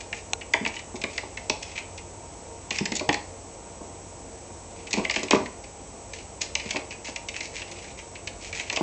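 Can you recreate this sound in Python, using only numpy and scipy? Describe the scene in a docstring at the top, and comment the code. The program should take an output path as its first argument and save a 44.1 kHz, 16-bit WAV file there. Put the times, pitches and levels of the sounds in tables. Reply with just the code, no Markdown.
"""Claws tick and scrape on slatted plastic: a kitten scrabbles about in a laundry basket on a carpet.
Each impact excites damped modes: claws ring the slats and rim, paws and body thump the bottom and
sides, and landings shake the floor. Dragged claws rasp by stick-slip friction. A small room
reverberates, and one close snap stays dry. Under it all lie a faint fan-like hum and the hiss and
thin whine of electronics."""
import sys
import numpy as np
from scipy import signal
from scipy.fft import rfft, irfft, next_fast_len
from scipy.io import wavfile
from scipy.ndimage import map_coordinates

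SR = 44100
rng = np.random.default_rng(int(sys.argv[2]) if len(sys.argv) > 2 else 0)


def pcm_store(signal):
    """Save signal as 16-bit PCM."""
    levels = np.round(np.clip(np.atleast_2d(signal), -1, 1) * 32767)
    wavfile.write(sys.argv[1], SR, levels.astype(np.int16).T)


N = 388962

# Levels are relative: each source applies its own gain.
# clear claw strikes: (time [s], level [dB], sharpness as tick over slat [dB], slat pitch [Hz])
CLAW_STRIKES = [(.1279, -24, -12.5, 2090), (.411, -33, -10.5, 2650), (.5372, -12, -10, 1850),
                (.6494, -23, -12, 2020), (.6619, -20, -11.5, 2040), (.6744, -34, 3.5, 2200),
                (.7657, -30, -8, 2950), (.7911, -35.5, -1.5, 2050), (.9563, -40, 3.5, 2390),
                (1.0152, -32, -1, 2860), (1.0385, -21.5, -6.5, 2070), (1.1791, -22.5, -4, 2150),
                (1.3722, -28.5, -6.5, 2200), (1.498, -20, 2, 2650), (1.7774, -25, -9.5, 2550),
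                (1.9768, -38.5, 1.5, 2450), (2.7072, -23, -2, 2630), (2.786, -23.5, 0.5, 2210),
                (2.8562, -24.5, 2, 2350), (2.9194, -26, -1.5, 2260), (2.953, -38, 13, 2350),
                (2.9642, -35.5, 12, 2380), (2.9953, -27, -0.5, 2520), (3.0911, -16, -7.5, 2320),
                (3.1275, -28, 1, 2430), (3.1429, -23.5, -1.5, 2030), (4.8692, -36.5, -3, 2510),
                (4.9077, -38.5, 7.5, 1970), (4.9303, -23, 2, 2500), (4.9366, -24, 0, 2200),
                (5.0496, -19.5, -11.5, 2230), (5.0978, -19, -6.5, 2400), (5.1103, -24.5, -0.5, 2200),
                (5.1397, -27.5, -4, 2510), (5.1607, -19.5, -6.5, 2520), (5.2325, -33, 6, 2220),
                (5.2824, -32, -8, 2450), (5.3093, -16.5, 0, 2360), (5.3205, -22, -5, 2250),
                (5.3316, -28, -5, 2120), (5.3474, -24, -11.5, 2050), (5.458, -32, -7, 1970),
                (5.6381, -42.5, -1, 2420), (6.1342, -34.5, 0, 2130), (6.1848, -41, -1, 2700),
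                (6.4156, -30, 7.5, 2860), (6.553, -19.5, -0.5, 2680), (6.598, -29.5, -5, 2410),
                (6.7079, -25.5, 2, 2490), (6.7595, -23.5, -11, 2130), (6.767, -27, -2.5, 2590),
                (6.9071, -34, -3.5, 2530), (7.0457, -39, 3, 2300), (7.1605, -27.5, -2, 2620),
                (7.2863, -28.5, 0, 2630), (7.4061, -28.5, -1, 2270), (7.6176, -32, -7, 2650),
                (7.7139, -39.5, 4, 2550), (7.7852, -42.5, -1, 2680), (7.8415, -41.5, 0, 1900),
                (8.1533, -36.5, -6, 2440), (8.2731, -28, -1.5, 2430), (8.528, -28, -7, 2340),
                (8.597, -28, -5, 2560), (8.6992, -22, -5.5, 2540), (8.7274, -31.5, 3.5, 2270),
                (8.761, -25, -0.5, 2910), (8.77, -22.5, -5, 2500)]
# padded paw and body blows: (time [s], level [dB], hardness [dB])
PAW_BLOWS = [(.544, -32, 11), (.612, -32.5, -7.5), (.662, -32.5, 5), (.943, -33, -0.5), (1.04, -31.5, 3),
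             (1.234, -40, 9), (1.498, -26, 3.5), (2.712, -34.5, 3), (2.809, -27.5, -7.5), (2.92, -30, -4),
             (3.009, -30, 5.5), (3.09, -20, 4), (3.107, -30, -1), (3.143, -34.5, 4), (3.809, -39.5, 1.5),
             (4.505, -43, 2), (4.939, -29.5, 1.5), (4.971, -26.5, -1), (4.983, -22, -3.5),
             (4.995, -26, -0.5), (5.162, -30.5, 6), (5.23, -32, 4), (5.309, -26, 9), (5.3315, -12.5, 1),
             (5.345, -27, 0), (5.365, -25.5, -1), (5.411, -38, -4), (6.66, -39.5, -7), (6.746, -33.5, 5),
             (6.761, -32, 7), (7.084, -39, 3), (8.726, -38.5, 8.5), (8.772, -31.5, 9), (8.809, -22, 1)]
# claws dragged over the plastic: (start [s], length [s], level [dB], brightness [dB])
CLAW_DRAGS = [(0, 0.023, -37.5, 1), (0.733, .04, -41.5, -1), (1.07, .15, -46, 1.5),
              (1.612, 0.027, -43.5, 3.5), (1.75, .05, -33, -6), (2.706, .12, -33.5, -2.5),
              (2.924, .066, -42.5, 5.5), (3.1, .053, -45, 0), (4.942, 0.067, -34, -3.5),
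              (5.032, .03, -36.5, -6), (5.104, 0.12, -37, -4), (5.319, .06, -38.5, 0),
              (6.405, .034, -31, 5), (6.589, 0.2, -39, -2), (6.911, .031, -37, -8), (7.042, .07, -37.5, -1),
              (7.33, 0.058, -35, -4.5), (7.406, 0.084, -43, 3.5), (7.517, 0.12, -39.5, -0.5),
              (7.864, .036, -43.5, -5.5), (7.97, .038, -39.5, -7), (8.383, .13, -43.5, 3.5),
              (8.523, .13, -36, -1), (8.629, 0.22, -40.5, -2.5)]
# spells in which the kitten shifts its grip: (start [s], end [s], level [dB])
FIDGET_SPELLS = [(0.129, 0.197, -47.5), (1.2, 1.47, -58.5), (1.601, 1.74, -49), (4.74, 4.92, -56),
                 (6.11, 6.24, -51), (7.641, 7.932, -50.5)]
# the kitten's whole weight reaches the floor: (time [s], level [dB])
LANDING_BLOWS = [(3.086, -31), (5.332, -44)]

# modes of the basket, the floor and the snap: (frequency [Hz], level [dB], nominal t60 [s])
BOTTOM_MODES = [(168, -6, 0.057), (215.3, 1.5, 0.084), (244.3, -1, 0.068)]
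SIDE_MODES = [(291, 0.5, 0.087), (336, -7.5, 0.049), (375, 1, 0.08), (449, -1.5, 0.057)]
RIM_MODES = [(541, -2.5, 0.051), (622.5, -2, 0.084), (700, -3.5, 0.053), (813, -1.5, 0.058),
             (849, -3, 0.065), (919, 0, 0.042), (1020, -4.5, 0.059), (1127, -5, 0.054), (1453, -9.5, .03)]
FLOOR_MODES = [(82, 1, .12), (114, -6, 0.083), (143, 5.5, .08)]
SNAP_MODES = [(800, 4, 0.016), (1080, -6, 0.025), (1430, -10, 0.038), (2470, 8, 0.0066), (2780, 0, 0.01),
              (3590, 6, 0.0066), (4050, 1, 0.017), (6000, 7.5, 0.0079), (6600, 7, 0.0083),
              (7800, 2, 0.0081)]

# spectra of the claw noises and the steady noises: (frequency [Hz], level [dB])
SLAT_SPECTRUM = [(900, -30.5), (1400, -12.5), (1750, -3), (2000, 2), (2450, 2), (2900, -1), (3400, -7),
                 (4500, -27.5)]
TICK_SPECTRUM = [(500, -24.5), (2400, -16.5), (3500, 4), (5200, -0.5), (6800, 2.5), (7600, -0.5),
                 (8500, -11.5)]
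RASP_SPECTRUM = [(300, -37), (1400, -13.5), (2000, 1), (2450, 6.5), (3000, -3), (3600, -17), (5000, -23.5)]
GRIT_SPECTRUM = [(1500, -24), (3400, -0.5), (4600, 2), (7000, 3.5), (8500, -11)]
AIR_SPECTRUM = [(15, -22.5), (35, -1), (50, 2.5), (95, 5), (115, -0.5), (300, -0.5), (500, 0.5), (900, -3),
                (1200, -10.5), (1700, -21), (4000, -40)]
HISS_SPECTRUM = [(300, -6), (1500, -7.5), (2300, -1.5), (3400, -7), (4900, -7), (5700, 0), (6600, 1.5),
                 (7600, 1.5), (8500, -7.5)]

# narrow bands of the fan-like hum: (frequency [Hz], level [dB], width [Hz])
HUM_BANDS = [(268, -67.5, 5.7), (343.6, -62, 8), (457, -58, 6), (550, -62.5, 9), (622, -64.5, 4.8),
             (687, -60.5, 7), (801, -64, 5), (930, -59.5, 6), (1430, -76.5, 4)]
# tones of the deep drone and the electronic whine: (frequency [Hz], level [dB])
DRONE_TONES = [(49, -58.5), (66, -57), (93, -54)]
WHINE_TONES = [(7865, -52), (8131, -57)]
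# reverberation time of the room: (frequency [Hz], t60 [s])
ROOM_DECAY = [(100, 0.26), (300, 0.32), (1000, 0.43), (2400, 0.33), (5000, 0.35), (8000, 0.16)]


def amp(db):
    """Decibels as an amplitude ratio."""
    return 10 ** (np.asarray(db) / 20)


def unit(x):
    """Normalisation to rms 1."""
    return x / np.sqrt(np.mean(x ** 2) + 1e-20)


def unit_onset(x):
    """Normalisation of a blow to rms 1 over its first 10 ms."""
    return x / np.sqrt(np.mean(x[:SR // 100] ** 2) + 1e-20)


def along(points, hz):
    """Interpolation of (frequency [Hz], value) points on a logarithmic frequency axis."""
    frequencies, values = np.transpose(points)
    return np.interp(np.log(hz + 1), np.log(frequencies + 1), values)


def coloured(x, spectrum):
    """Spectral shaping of x, at rms 1."""
    size = next_fast_len(len(x))
    gain = amp(along(spectrum, np.fft.rfftfreq(size, 1 / SR)))
    return unit(irfft(rfft(x, size) * gain, size)[:len(x)])


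def wobble(rate):
    """Smooth random modulation, with rate knots a second."""
    knots = rng.standard_normal(int(N * rate / SR) + 4)
    return map_coordinates(knots, [np.arange(N) * rate / SR], order=2)


def add(track, s, sound):
    """Superposition of a sound on the track at time s."""
    start = max(round(s * SR), 0)
    track[start:start + len(sound)] += sound[:max(N - start, 0)]


def ring(modes, t, damping, attack_s, scatter):
    """Free vibration: damped modes, whose strengths and pitches vary from blow to blow."""
    hz, db, t60 = np.transpose(modes)[:, :, None]
    strength, detune, phase = rng.standard_normal((3, len(modes), 1))
    waves = np.sin(2 * np.pi * (hz * np.exp(scatter * detune) * t + phase))
    decays = amp(db + 2 * strength - 60 * t * damping / t60)
    return unit_onset((1 - np.exp(-t / attack_s)) * np.sum(decays * waves, axis=0))


def burst(spectrum, hz, t, t60, width_hz, attack_s, broadband):
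    """Modal overlap: close, heavily damped modes merge into decaying noise with a resonance at hz."""
    noise = coloured(rng.standard_normal(len(t)), spectrum)
    resonance = signal.lfilter(*signal.iirpeak(hz, hz / width_hz, SR), noise)
    envelope = (1 - np.exp(-t / attack_s)) * amp(-60 * t / t60)
    return unit_onset((resonance + broadband * noise) * envelope)


def dispersed(x, travel_s, at_hz=2500):
    """Dispersion: bending wave speed grows as the root of frequency, so treble leads and bass lags."""
    size = next_fast_len(N + SR // 2)
    hz = np.fft.rfftfreq(size, 1 / SR)
    lag_cycles = travel_s * (2 * np.sqrt(at_hz * hz) - hz)  # no group delay at at_hz
    return irfft(rfft(x, size) * np.exp(-2j * np.pi * lag_cycles), size)[:N]


def air_and_hum():
    """Broadband noise of moving air, with a drone and hum lines broadened by random modulation."""
    t = np.arange(N) / SR
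    air = amp(-45.5) * coloured(rng.standard_normal(N), AIR_SPECTRUM)
    drone, hum = np.zeros((2, N))
    for hz, db in DRONE_TONES:
        drone += amp(db + 1.5 * wobble(5)) * unit(np.sin(2 * np.pi * hz * t + 1.1 * wobble(9.8)))
    for hz, db, width_hz in HUM_BANDS:
        envelope = wobble(2 * width_hz) + 1j * wobble(2 * width_hz)
        hum += amp(db + 2) * unit(np.real(envelope * np.exp(2j * np.pi * hz * t)))
    return air + drone + hum


def electronics(skips_per_s=30, skip_cycles=-.43):
    """Electronic hiss and two high tones; phase modulation in regular skips makes the tones buzz."""
    t = np.arange(N) / SR
    phase = skip_cycles * np.floor(skips_per_s * t)
    whine = sum(amp(db - 1.94) * unit(np.sin(2 * np.pi * (hz * t + phase))) for hz, db in WHINE_TONES)
    hiss = amp(-48.5) * coloured(rng.standard_normal(N), HISS_SPECTRUM)
    return hiss + whine


def room(x, delay_s=.005):
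    """Reverberation: wall reflections form a diffuse tail in which each frequency dies at its own rate."""
    out, block = np.zeros(N), SR // 4
    for start in range(0, N, block):
        hz, t, noise = signal.stft(rng.standard_normal(SR // 2), SR, nperseg=256)
        decay = amp(-60 * t / along(ROOM_DECAY, hz)[:, None])
        tail = signal.istft(noise * decay, SR, nperseg=256)[1]
        tail /= np.linalg.norm(tail)
        add(out, start / SR + delay_s, signal.fftconvolve(x[start:start + block], tail))
    return out


def snap(at_s=.3335):
    """Direct sound alone: a hard little click, too close for the room to answer."""
    out, t = np.zeros(N), np.arange(SR // 16) / SR
    add(out, at_s, amp(-22) * ring(SNAP_MODES, t, damping=.85, attack_s=.000206, scatter=.0092))
    return out


def landings():
    """Structure-borne sound: a jump into the basket excites the floor under the carpet."""
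    out, t = np.zeros(N), np.arange(SR // 4) / SR
    for s, db in LANDING_BLOWS:
        add(out, s, amp(db) * ring(FLOOR_MODES, t, damping=.99, attack_s=.0019, scatter=.02))
    return out


def paws(radiates_above_hz=122):
    """Padded impacts ring the basket's bottom, sides and rim, but not the bright slat resonances; hardness
    shifts energy from bottom to rim."""
    out, t = np.zeros(N), np.arange(SR // 4) / SR
    for s, db, hard_db in PAW_BLOWS:
        choke = 1.3 * np.exp(-.05 * hard_db)  # a soft paw stays on the bottom and damps its boom
        wall_loss_db = .6 * max(hard_db, 0)  # a blow high on the wall barely moves the bottom
        bottom = ring(BOTTOM_MODES, t, damping=choke, attack_s=.0015, scatter=.02)
        sides = ring(SIDE_MODES, t, damping=.78 * choke, attack_s=.0011, scatter=.011)
        rim = ring(RIM_MODES, t, damping=1.2, attack_s=.0006, scatter=.018)
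        add(out, s, amp(db - hard_db - wall_loss_db - 3.3) * bottom)
        add(out, s, amp(db - 3.1) * sides)
        add(out, s, amp(db + hard_db - 6) * rim)
    # the open basket radiates little deep bass
    return signal.sosfilt(signal.butter(2, radiates_above_hz, "high", fs=SR, output="sos"), out)


def brushing_force(swing_db=3):
    """Contact force: the light, uneven pressure of the claws on the wall while the kitten fidgets."""
    force = np.zeros(N)
    for start, end, db in FIDGET_SPELLS:
        add(force, start, amp(db - 2.5) * signal.windows.tukey(int((end - start) * SR), .3))
    return force * amp(swing_db * wobble(rate=28))


def scrapes(slips_per_s=1000, spread_db=2.5, catch_db=3.5):
    """Stick-slip friction: a dragged claw rattles the slats in tiny jerks; a sharp tip adds grit."""
    slat_force = brushing_force()
    tip_force = slat_force.copy()
    slipping = rng.random(N) < slips_per_s / SR
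    slips = slipping * amp(spread_db * rng.standard_normal(N)) * rng.choice([-1, 1], N)
    slips *= amp(catch_db * wobble(rate=110))  # the claw catches and lets go
    for s, length, db, bright_db in CLAW_DRAGS:
        stroke = amp(db) * signal.windows.tukey(int(length * SR), .7)
        add(slat_force, s, stroke)
        add(tip_force, s, amp(bright_db) * stroke)
    return slat_force * coloured(slips, RASP_SPECTRUM) + tip_force * coloured(slips, GRIT_SPECTRUM)


def light_touches(per_s=14, spread_db=2.6, slat_hz=2450, spread_hz=250):
    """Weak impacts at jittered times in each spell of fidgeting, as rows like those of CLAW_STRIKES."""
    rows = []
    for start, end, db in FIDGET_SPELLS:
        for k, (jitter, force, edge, slat) in enumerate(rng.standard_normal((16, 4))):
            s = start + (k + .5 + jitter / 4) / per_s
            if s < end:
                rows.append((s, db + 4 + spread_db * force, spread_db * edge, slat_hz + spread_hz * slat))
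    return rows


def claws(middling_t60_s=.021, middling_db=-24):
    """Impulsive excitation: a hard claw ticks on the plastic and sets a slat and the rim ringing."""
    out, t = np.zeros(N), np.arange(SR // 8) / SR
    for s, db, sharp_db, slat_hz in list(CLAW_STRIKES) + light_touches():
        t60 = middling_t60_s * np.exp(-.0728 * (db - middling_db))  # a harder strike is over sooner
        tick_hz = np.clip(5270 + 150.5 * sharp_db, 3300, 7200)  # a sharper claw ticks higher
        tick = burst(TICK_SPECTRUM, tick_hz, t, t60, width_hz=1600, attack_s=.0013, broadband=1)
        slat = burst(SLAT_SPECTRUM, slat_hz, t, t60 + .0073, width_hz=790, attack_s=.0022, broadband=.24)
        rim = ring(RIM_MODES, t, damping=.71, attack_s=.001, scatter=.054)
        add(out, s, amp(db + sharp_db - 4.5) * tick)
        add(out, s, amp(db - 4) * slat)
        add(out, s, amp(db - 18) * rim)
    return dispersed(out, travel_s=.002802)


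def scene():
    """Superposition of direct sound, the room's reverberation and the background, in one channel."""
    taps, thumps, rasp = claws(), paws(), scrapes()
    reverberation = room(amp(-10) * taps + amp(-6) * thumps + amp(-9) * rasp)
    direct = taps + thumps + amp(-3) * rasp + landings() + snap()
    return (direct + reverberation + air_and_hum() + electronics())[None]


def record(dry):
    """Band limiting: a steep low-pass filter removes the highest treble."""
    corner_hz, stop_hz = 8350, 9150
    size = next_fast_len(N + SR // 2)
    hz = np.fft.rfftfreq(size, 1 / SR)
    gain = (hz < stop_hz) / np.sqrt(1 + (hz / corner_hz) ** 80)
    return irfft(rfft(dry, size) * gain, size)[..., :N]


dry = scene()
out = record(dry)
pcm_store(out)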